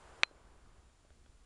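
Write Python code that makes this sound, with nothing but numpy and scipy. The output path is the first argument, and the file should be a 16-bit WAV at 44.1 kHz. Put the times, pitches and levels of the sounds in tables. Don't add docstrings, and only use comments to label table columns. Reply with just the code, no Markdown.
import sys
import numpy as np
from scipy import signal
from scipy.fft import rfft, irfft
from scipy.io import wavfile

SR = 44100
rng = np.random.default_rng(int(sys.argv[2]) if len(sys.argv) > 2 else 0)


def generate_wav(sig):
    pcm = np.round(np.clip(np.atleast_2d(sig).T, -1, 1) * 32767).astype(np.int16)
    wavfile.write(sys.argv[1], SR, pcm)


N = 63945
TIME = np.arange(N) / SR


def from_db(db):
    return 10 ** (np.asarray(db) / 20)


def lowpass(x, hz):
    return signal.sosfilt(signal.butter(2, hz, fs=SR, output="sos"), x)


def highpass(x, hz):
    return signal.sosfilt(signal.butter(1, hz, "high", fs=SR, output="sos"), x)


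def noise(spectrum):
    hz, db = np.transpose(spectrum)
    bins = np.maximum(np.fft.rfftfreq(N, 1 / SR), 1)
    gain = from_db(np.interp(np.log(bins), np.log(hz), db))
    shaped = irfft(rfft(rng.standard_normal(N)) * gain, N)
    return shaped / np.sqrt(np.mean(shaped ** 2))


def envelope(levels):
    return from_db(np.interp(TIME, *np.transpose(levels)))


def impulse(s, db):
    return from_db(db) * np.maximum(1 - abs(np.arange(N) - s * SR), 0) + 1e-18


def ring(force, modes):
    out = np.zeros(N)
    for k, (hz, db, t60) in enumerate(modes):
        r = np.exp(-np.log(1000) / (t60 * SR))
        w = 2 * np.pi * hz / SR
        out += (-1) ** k * from_db(db) * signal.lfilter([0, np.sin(w)], [1, -2 * r * np.cos(w), r * r], force)
    return out


# t/s, level/dB
WASH_ENVELOPE = [(0, -62), (.12, -60), (.23, -60), (.33, -61.5), (.52, -62), (.78, -65.5), (.95, -71.5),
                 (1.45, -73.5)]
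# f/Hz, relative level/dB
WASH_SPECTRUM = [(100, -2), (200, -9.5), (370, 4), (650, 1), (1050, 1.5), (1500, -1), (2000, -10),
                 (3200, -15.5), (6000, -38.5)]
def distant_wash():
    return envelope(WASH_ENVELOPE) * noise(WASH_SPECTRUM)


# t/s, level/dB
WIND_ENVELOPE = [(0, -61.5), (.22, -65.5), (.36, -56), (.56, -54.5), (.87, -58.5), (.97, -62), (1.1, -59.5),
                 (1.2, -57), (1.45, -60)]
# f/Hz, relative level/dB
WIND_SPECTRUM = [(15, -3.5), (40, -0.5), (65, -1), (100, -9.5), (160, -16.5), (400, -21.5), (1000, -53)]
def wind():
    return envelope(WIND_ENVELOPE) * noise(WIND_SPECTRUM)


# f/Hz, relative level/dB
HISS_SPECTRUM = [(200, 4.5), (700, 9), (2000, 5.5), (4000, 4), (7000, 2), (10100, 0.5), (11000, -16),
                 (12000, -19)]
def electronics(hiss_db=-68.5, whine_db=-80.5, whine_hz=7140):
    whine = np.sqrt(2) * np.sin(2 * np.pi * whine_hz * TIME)
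    return from_db(hiss_db) * noise(HISS_SPECTRUM) + from_db(whine_db) * whine


CLICK_S = .23357
# f/Hz, relative level/dB, T60/s
CASE_MODES = [(699, -33, .018), (860, -9, .003), (1407, -9.5, .0023), (1860, -36.5, .019),
              (2492, -12.5, 0.0073), (3171, -5.5, .0054), (3600, 0.5, 0.0017), (4450, -29, 0.014),
              (5630, -24, 0.012), (6180, -15.5, 0.0056), (7310, -17, 0.007), (8580, -22, .0066),
              (9480, -23, .008), (10350, -30.5, .006)]
# f/Hz, relative level/dB, T60/s
SPRING_MODES = [(2490, -55, .075), (3430, -66, .07), (4100, -49.5, .165), (4155, -61, .24),
                (4465, -62, .07)]
def button(rebound_s=.00046, rebound_db=-7, case_gain_db=2, spring_gain_db=2.5):
    strike = impulse(CLICK_S, 0)
    rebound = impulse(CLICK_S + rebound_s, rebound_db)
    force = lowpass(strike + rebound, hz=3250)
    snap = highpass(ring(force, CASE_MODES), hz=550)
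    ping = ring(strike, SPRING_MODES)
    return from_db(case_gain_db) * snap + from_db(spring_gain_db) * ping


# f/Hz, relative level/dB
INNER_SPECTRUM = [(200, -22), (500, -9.5), (850, 2.5), (1300, -3), (2000, -3.5), (2700, -6), (3600, -10.5),
                  (5200, -24), (10000, -44), (12000, -61.5)]
def inner_parts(gain_db=-28, rise_s=.0013, t60_s=.021):
    age = np.maximum(TIME - CLICK_S, 0)
    rise = 1 - np.exp(-age / rise_s)
    decay = np.exp(-np.log(1000) * age / t60_s)
    return from_db(gain_db) * rise * decay * noise(INNER_SPECTRUM)


# t/s, force level/dB, cut-off f/Hz
FINGER_CONTACTS = [(0.3107, -30, 390), (.898, -54.5, 2200), (1.048, -36.5, 330), (1.1042, -45.5, 1980),
                   (1.2612, -48.5, 2600)]
# f/Hz, relative level/dB, T60/s
GRIP_MODES = [(336, -9.5, 0.012), (594, -7, 0.029), (770, -11, 0.011), (1480, -6, 0.012),
              (3350, -1.5, 0.0083)]
def finger_nudges():
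    force = sum(lowpass(impulse(s, db), hz) for s, db, hz in FINGER_CONTACTS)
    return highpass(ring(force, GRIP_MODES), hz=130)


# t/s, level/dB
HAND_PUSHES = [(1.106, -43), (1.171, -49.5), (1.212, -47.5), (1.294, -46)]
def body_rocking(mode_hz=54, t60_s=.079):
    force = sum(impulse(s, db) for s, db in HAND_PUSHES)
    return ring(force, [(mode_hz, 0, t60_s)])


def scene():
    click = button() + inner_parts()
    background = distant_wash() + wind() + electronics()
    return (background + click + finger_nudges() + body_rocking())[None]


def record(dry, threshold_db=-18.5, slope=.53, attack_s=.01197, release_db_per_s=.52, cutoff_hz=12300):
    level_db = 20 * np.log10(abs(dry) + 1e-9)
    reduction_db = slope * np.maximum(level_db - threshold_db, 0)
    recovery_db = release_db_per_s * TIME
    held_db = np.maximum.accumulate(reduction_db + recovery_db, axis=-1) - recovery_db
    pole = np.exp(-1 / (attack_s * SR))
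    ducked = dry * from_db(-signal.lfilter([1 - pole], [1, -pole], held_db))
    return signal.sosfilt(signal.cheby2(14, 45, cutoff_hz, fs=SR, output="sos"), ducked)


dry = scene()
out = record(dry)
generate_wav(out)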